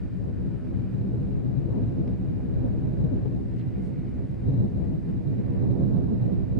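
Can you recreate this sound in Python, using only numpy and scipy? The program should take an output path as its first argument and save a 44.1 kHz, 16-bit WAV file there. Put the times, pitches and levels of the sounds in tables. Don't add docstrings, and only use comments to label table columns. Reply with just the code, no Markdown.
import sys
import numpy as np
from scipy import signal
from scipy.fft import rfft, irfft, next_fast_len
from scipy.io import wavfile
from scipy.ndimage import uniform_filter1d

SR = 44100
rng = np.random.default_rng(int(sys.argv[2]) if len(sys.argv) > 2 else 0)


def store_wav(level_fs):
    pcm = np.round(np.clip(np.atleast_2d(level_fs), -1, 1) * 32767)
    wavfile.write(sys.argv[1], SR, pcm.T.astype(np.int16))


N = 290881
TIME = np.arange(N) / SR
SIZE = next_fast_len(N + SR // 10)
FREQS = np.maximum(np.arange(SIZE // 2 + 1) * SR / SIZE, 1)
DRUM_HZ = 150

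# (time [s], level [dB], pitch [Hz], half length [s], left minus right [dB])
EDDIES = [(0.29, -21, 130, 0.012, 11), (0.483, -19.5, 127, 0.009, 5), (.547, -22, 124, .009, 12),
          (0.77, -20, 124.3, 0.0081, 19), (0.807, -23, 128.5, .01, 11), (0.947, -19.5, 128, 0.011, 11),
          (.983, -19.5, 123.4, 0.0081, 12), (1.061, -20, 189, 0.018, 1.5),
          (1.151, -20, 129.3, 0.0069, 12.5), (1.182, -22.5, 127, 0.0065, -0.5),
          (1.217, -18, 125.7, 0.0067, 13), (1.47, -20, 126, 0.031, 7), (1.585, -17.5, 124, 0.017, 8),
          (1.778, -20.5, 180, 0.011, 14), (1.842, -19, 122.1, 0.016, 8), (1.888, -20.5, 124.2, 0.014, 0),
          (2.008, -19.5, 136.6, 0.011, 11), (2.201, -28, 128.4, 0.0072, 7), (2.269, -21, 122, 0.023, 4),
          (2.309, -19, 165, 0.0082, -10), (2.437, -22, 124, 0.008, 1), (2.559, -21.5, 128, 0.017, 0),
          (2.609, -18.5, 124, 0.008, -2), (2.648, -20.5, 258, .011, 1.5), (2.789, -17, 123.7, 0.0099, 4.5),
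          (2.85, -17.5, 122.2, 0.008, -7), (2.939, -20.5, 181.9, .01, -1.5), (3.007, -16, 127.3, 0.011, -1),
          (3.048, -16, 127.8, 0.011, 9), (3.128, -21.5, 248, 0.013, 9.5), (3.228, -23, 122.9, .01, 8),
          (3.262, -27, 400, .004, 5), (3.276, -19, 123.7, 0.017, 10), (3.506, -25.5, 127, 0.0055, 8),
          (3.68, -20, 123.8, 0.018, -5), (3.79, -21, 215, .011, 1.5), (3.992, -19, 130.8, 0.0077, -5),
          (4.304, -21.5, 128, 0.011, -1.5), (4.492, -13.5, 126.8, 0.018, -2),
          (4.55, -17.5, 129, 0.02, -0.5), (4.602, -16, 127.3, 0.016, -7.5), (4.648, -19.5, 193.2, 0.015, 5),
          (4.809, -22.5, 179.8, 0.01, 1), (4.946, -19.5, 129.9, .016, 3), (5.095, -18.5, 183, 0.011, 3),
          (5.292, -19, 127.2, 0.021, -7), (5.398, -17, 201.3, 0.0062, 8), (5.503, -14, 126, 0.0081, -3),
          (5.645, -17.5, 123.9, .016, -2), (5.717, -14.5, 126.7, 0.012, -3), (5.8, -18.5, 183, 0.008, 0),
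          (5.833, -14.5, 125.8, 0.013, -8), (5.92, -22.5, 185.3, 0.017, -2), (5.968, -21, 126, 0.014, 1),
          (5.999, -16.5, 130.2, 0.0081, -1), (6.131, -17, 192, .012, -2.5), (6.23, -14, 132, 0.011, -3),
          (6.332, -16, 186, 0.011, -7.5), (6.524, -19, 122, 0.011, -2.5)]


def undb(db):
    return 10 ** (np.asarray(db) / 20)


def rms(x):
    return np.sqrt(np.mean(x ** 2))


def curves(table):
    times, *columns = np.transpose(table)
    return [np.interp(TIME, times, column) for column in columns]


def bump(at_s, half_s):
    out = np.zeros(N)
    near = slice(*np.searchsorted(TIME, [at_s - 5 * half_s, at_s + 5 * half_s]))
    out[near] = np.exp(-.5 * ((TIME[near] - at_s) / half_s) ** 2)
    return out


def colour(points):
    hz, db = np.transpose(points)
    return undb(np.interp(np.log(FREQS), np.log(hz), db))


def bell(hz, octaves):
    return np.exp(-.5 * (np.log2(FREQS / hz) / octaves) ** 2)


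def shape(x, gain):
    return irfft(rfft(x, SIZE) * gain, SIZE)[..., :N]


def noise(gain):
    x = shape(rng.standard_normal(SIZE), gain)
    return x / rms(x)


def walk(rate_hz):
    hold = int(SR / rate_hz)
    steps = np.repeat(rng.standard_normal(N // hold + 1), hold)
    smooth = uniform_filter1d(uniform_filter1d(steps, hold), hold)[:N]
    return smooth / rms(smooth)


def stereo(mid, side):
    return np.array([mid + side, mid - side])


def wide_noise(gain, side_db):
    return stereo(noise(gain), undb(side_db) * noise(gain))


def air(sigh_trim_db=-0.5, sigh_width_hz=240, swell_db=1.0):
    # (time [s], level [dB])
    rush_levels = [(0, -64), (.2, -67), (.5, -66.5), (.9, -65), (1.45, -66.5), (2.1, -65.5), (2.8, -65),
                   (3.4, -67.5), (3.9, -64.5), (4.45, -66.5), (5.2, -67), (5.65, -64), (6.1, -66),
                   (6.6, -65.5)]
    # (frequency [Hz], level [dB])
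    rush_spectrum = [(200, -7), (900, -1), (1500, 0.5), (2000, -4), (2480, -2.5), (2700, -10), (2950, -7.5),
                     (3350, -17.5), (5000, -26.5), (9000, -45.5)]
    # (time [s], centre [Hz], level [dB])
    sigh_path = [(0, 1700, -70), (.22, 1646, -74), (.45, 1497, -63.5), (.75, 1423, -68.5), (.95, 1412, -67),
                 (1.5, 1340, -75), (1.9, 1623, -69.5), (2.4, 1750, -73), (2.7, 1648, -66.5),
                 (3.1, 1606, -67), (3.4, 1805, -75), (3.88, 2150, -65.5), (4.45, 1894, -72.5),
                 (5.2, 1900, -71.5), (5.62, 1952, -65), (5.9, 1484, -66.5), (6.3, 1860, -72.5)]
    rush_db, = curves(rush_levels)
    sigh_hz, sigh_db = curves(sigh_path)
    low_band = noise(np.exp(-.5 * (FREQS / sigh_width_hz) ** 2))
    sigh = low_band * np.cos(2 * np.pi * np.cumsum(sigh_hz) / SR)
    rush = undb(rush_db) * wide_noise(colour(rush_spectrum), side_db=-8)
    return (rush + sigh * undb(sigh_trim_db + sigh_db)) * undb(swell_db * walk(9.7))


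def whistle(pitch_hz=8000, level_db=-97, waver_db=0.5):
    return np.sqrt(2) * undb(level_db + waver_db * walk(5)) * np.sin(2 * np.pi * pitch_hz * TIME)


def hiss(level_db=-73.5, rasp_depth=0.54, sharpness=6):
    # (frequency [Hz], level [dB])
    spectrum = [(1000, -3), (3000, 0.5), (4100, -1.5), (5000, -3), (5700, -6.5), (8000, -8.5),
                (11000, -11.5)]
    rasp = 1 + rasp_depth * np.abs(np.sin(np.pi * DRUM_HZ * TIME)) ** sharpness
    return undb(level_db) * rasp / rms(rasp) * wide_noise(colour(spectrum), side_db=-5)


def drum_whine(wow=.0006, waver_db=1.5, side_db=-7):
    # (frequency [multiples of the turning rate], level [dB])
    partials = [(9.7, -83), (10, -81.5), (11, -79), (12, -78), (13, -81), (13.5, -83.5), (15, -86),
                (16, -83.5), (17.5, -83.5), (18.5, -90.5), (19, -90.5), (29, -99), (30, -90.5), (31, -95),
                (32, -95), (33, -97), (34, -93.5), (35, -99.5)]
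    angle = 2 * np.pi * np.cumsum(DRUM_HZ * (1 + wow * walk(6))) / SR
    out = 0
    for multiple, db in partials:
        phase = multiple * angle + rng.uniform(0, 2 * np.pi)
        tone = stereo(np.sin(phase), undb(side_db) * np.cos(phase))
        out += undb(db + waver_db * walk(6.4)) * tone
    return np.sqrt(2) * out


def buzz(at_s=3.86, half_s=0.035, level_db=-49, centre_hz=7000):
    clicks = np.diff(np.floor(2 * DRUM_HZ * TIME), prepend=0)
    swell = undb(level_db) * bump(at_s, half_s)
    return shape(clicks * swell, bell(centre_hz, octaves=0.9))


def handling():
    # (time [s], level [dB], centre [Hz], rise [s], decay [s], left minus right [dB])
    touches = [(2.078, -52, 2700, 0.00017, 0.00069, -2), (2.083, -70.5, 2700, 0.0027, 0.018, -1),
               (3.585, -66, 3800, .0013, 0.0083, 0), (3.59, -59.5, 2040, .006, 0.017, 5),
               (3.612, -62, 2000, .002, .012, 7)]
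    out = 0
    for at_s, db, hz, rise_s, decay_s, pan_db in touches:
        age = np.maximum(TIME - at_s, 0)
        envelope = np.minimum(age / rise_s, 1) * np.exp(-np.maximum(age - rise_s, 0) / decay_s)
        gains = undb(db + np.array([[pan_db], [-pan_db]]) / 2)
        out += gains * envelope * wide_noise(bell(hz, octaves=0.6), side_db=-7)
    return out


def sizzle(rumble, pitch_hz=3900, pitch_db=-48.5, octave_db=-66):
    phase = 2 * np.pi * pitch_hz * TIME
    return rumble * (undb(pitch_db) * np.cos(phase) + undb(octave_db) * np.cos(2 * phase))


def thumps(trim_db=-2.67, wobble=.12, skew=0.53, lag_rad=0.73):
    out = np.zeros((2, N))
    sides = np.array([[1], [-1]])
    uneven_time = np.cumsum(1 + wobble * walk(110)) / SR
    for at_s, db, hz, half_s, pan_db in EDDIES:
        near = np.abs(TIME - at_s) < .1
        lead = lag_rad * np.tanh(pan_db / 2) * sides
        phase = 2 * np.pi * (hz * uneven_time[near] + rng.random()) + lead
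        swing = np.sin(phase + skew * np.sin(phase))
        pan = undb(sides * pan_db / 2)
        out[:, near] += undb(db + trim_db) * pan / pan.mean() * bump(at_s, half_s)[near] * swing
    return out


def slack_db(dip_db=-0.5, lead_s=0.038, dip_half_s=0.008, cover_db=-2.5):
    times = np.array(EDDIES)[:, 0]
    fresh = np.diff(times, prepend=0) > .07
    before = sum(bump(at_s - lead_s, dip_half_s) for at_s in times[fresh])
    covered = sum(bump(at_s, half_s) for at_s, _, _, half_s, _ in EDDIES)
    return dip_db * before + cover_db * covered


def port(gust_db, fine_db, deep_db, split_hz=360, deep_hz=85, throb_db=1.5, flutter_db=1.05):
    # (frequency [Hz], level [dB])
    turbulence = [(12, -26.5), (22, -17.5), (40, -9.5), (70, -2.5), (115, -2), (200, -6), (320, -13),
                  (500, -22.5), (660, -29.5), (900, -38.5), (1250, -48), (2500, -88)]
    pressure = colour(turbulence)
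    big_band, deep_band = (1 / np.sqrt(1 + (FREQS / hz) ** 8) for hz in (split_hz, deep_hz))
    small_band = np.sqrt(1 - big_band ** 2)
    throb = throb_db * walk(14)
    thud = noise(pressure * big_band)
    boom = (undb(deep_db) - 1) * shape(thud, deep_band)
    bass = (thud + boom) * undb(gust_db + throb)
    flutter = noise(pressure * small_band) * undb(fine_db + throb + flutter_db * walk(35))
    fade = np.clip(np.minimum(TIME, TIME[-1] - TIME) / .006, 0, 1)
    return (bass + flutter) * np.sin(np.pi / 2 * fade) ** 2


def hollow(x, echo=0.85, lag_s=.01368, thin_hz=110, dull_hz=800):
    delay = np.exp(-2j * np.pi * FREQS * lag_s)
    highpass = 1j * FREQS / (1j * FREQS + thin_hz)
    repeat = delay * highpass / np.hypot(1, FREQS / dull_hz)
    return shape(x, 1 - echo * repeat) / np.sqrt(1 + echo ** 2)


def wind(gust_trim_db=-0.74, fine_trim_db=-16.0, usual_db=-25, fine_growth=0.99, flurry_share=0.076,
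         lean=0.93, fine_lean=0.96, side_db=0.26, thin_hz=45):
    # (time [s], level [dB])
    gusts = [(0, -27), (0.17, -30), (0.33, -29), (0.52, -27.5), (0.66, -25.5), (0.8, -27), (1.15, -24.5),
             (1.41, -25.5), (1.75, -24.5), (2.05, -23.5), (2.42, -26), (2.6, -23), (2.74, -24),
             (3.12, -22.5), (3.36, -28.5), (3.85, -27.5), (4.1, -29), (4.2, -25.5), (4.44, -28.5),
             (4.485, -22), (4.63, -22), (4.7, -27.5), (4.82, -26.5), (4.96, -24), (5.02, -29),
             (5.23, -27.5), (5.55, -23), (5.83, -20), (6.02, -21), (6.3, -23), (6.45, -25.5), (6.6, -22.5)]
    # (time [s], bias to the left [dB])
    windward = [(0, -4.5), (0.3, 3), (1.15, 2.5), (1.6, 1.5), (2.3, 0.5), (2.9, -4), (3.27, 1.5), (3.6, -1),
                (4.05, -1.5), (4.4, -1), (5.0, 2), (5.65, -7), (6.0, -4.5), (6.3, -4), (6.6, -9.5)]
    # (time [s], boost [dB])
    deep_bass = [(0, 4.5), (.7, 1.5), (1.2, -0.5), (1.85, 0), (2.85, 2), (4.0, 1), (4.6, 3), (5.8, -1.5),
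                 (6.6, 1)]
    # (time [s], extra flutter [dB], half length [s])
    flurries = [(0.265, 5, 0.031), (1.738, 4.5, 0.043), (2.093, 3, 0.026), (2.589, 6, 0.016),
                (2.653, 3, 0.022), (3.133, 0, 0.036), (3.261, 5.5, 0.008), (4.593, 1.5, 0.019),
                (4.817, 3, 0.019), (4.935, 3, 0.016), (6.089, 0.5, .04), (6.3, 2, 0.025)]
    # (time [s], dip [dB], half length [s])
    lulls = [(0.095, -6, 0.013), (0.61, -6, 0.031), (1.432, -3.5, .012), (2.172, -3.5, 0.013),
             (2.798, -5, .018), (2.956, -9, 0.01), (3.082, -2.5, 0.013), (3.584, -2, 0.028),
             (4.274, -6.5, 0.012), (4.682, -2, .012), (5.016, -4.5, 0.011), (5.23, -4.5, .012),
             (5.752, -4, .01), (6.202, -7, 0.018), (6.463, -3.5, 0.0074)]
    strength_db, = curves(gusts)
    facing_db, = curves(windward)
    deep_db, = curves(deep_bass)
    flurry_db = sum(db * bump(at_s, half_s) for at_s, db, half_s in flurries)
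    lull_db = sum(db * bump(at_s, half_s) for at_s, db, half_s in lulls)
    gust_db = strength_db + flurry_share * flurry_db + lull_db + slack_db() + gust_trim_db
    fine_db = usual_db + fine_growth * (strength_db - usual_db) + flurry_db + lull_db / 2 + fine_trim_db
    tilt_db = lean * facing_db / 2
    left = port(gust_db + tilt_db, fine_db + fine_lean * tilt_db, deep_db)
    right = port(gust_db - tilt_db, fine_db - fine_lean * tilt_db, deep_db)
    mid = shape(hollow((left + right) / 2), FREQS / np.hypot(FREQS, thin_hz))
    side = undb(side_db) * (left - right) / 2
    return stereo(mid, side)


def scene():
    rumble = wind() + thumps()
    return rumble + sizzle(rumble) + air() + hiss() + drum_whine() + whistle() + handling() + buzz()


def record(dry):
    top_hz = 11200
    return signal.sosfilt(signal.ellip(8, .2, 70, top_hz, fs=SR, output="sos"), dry)


dry = scene()
out = record(dry)
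store_wav(out)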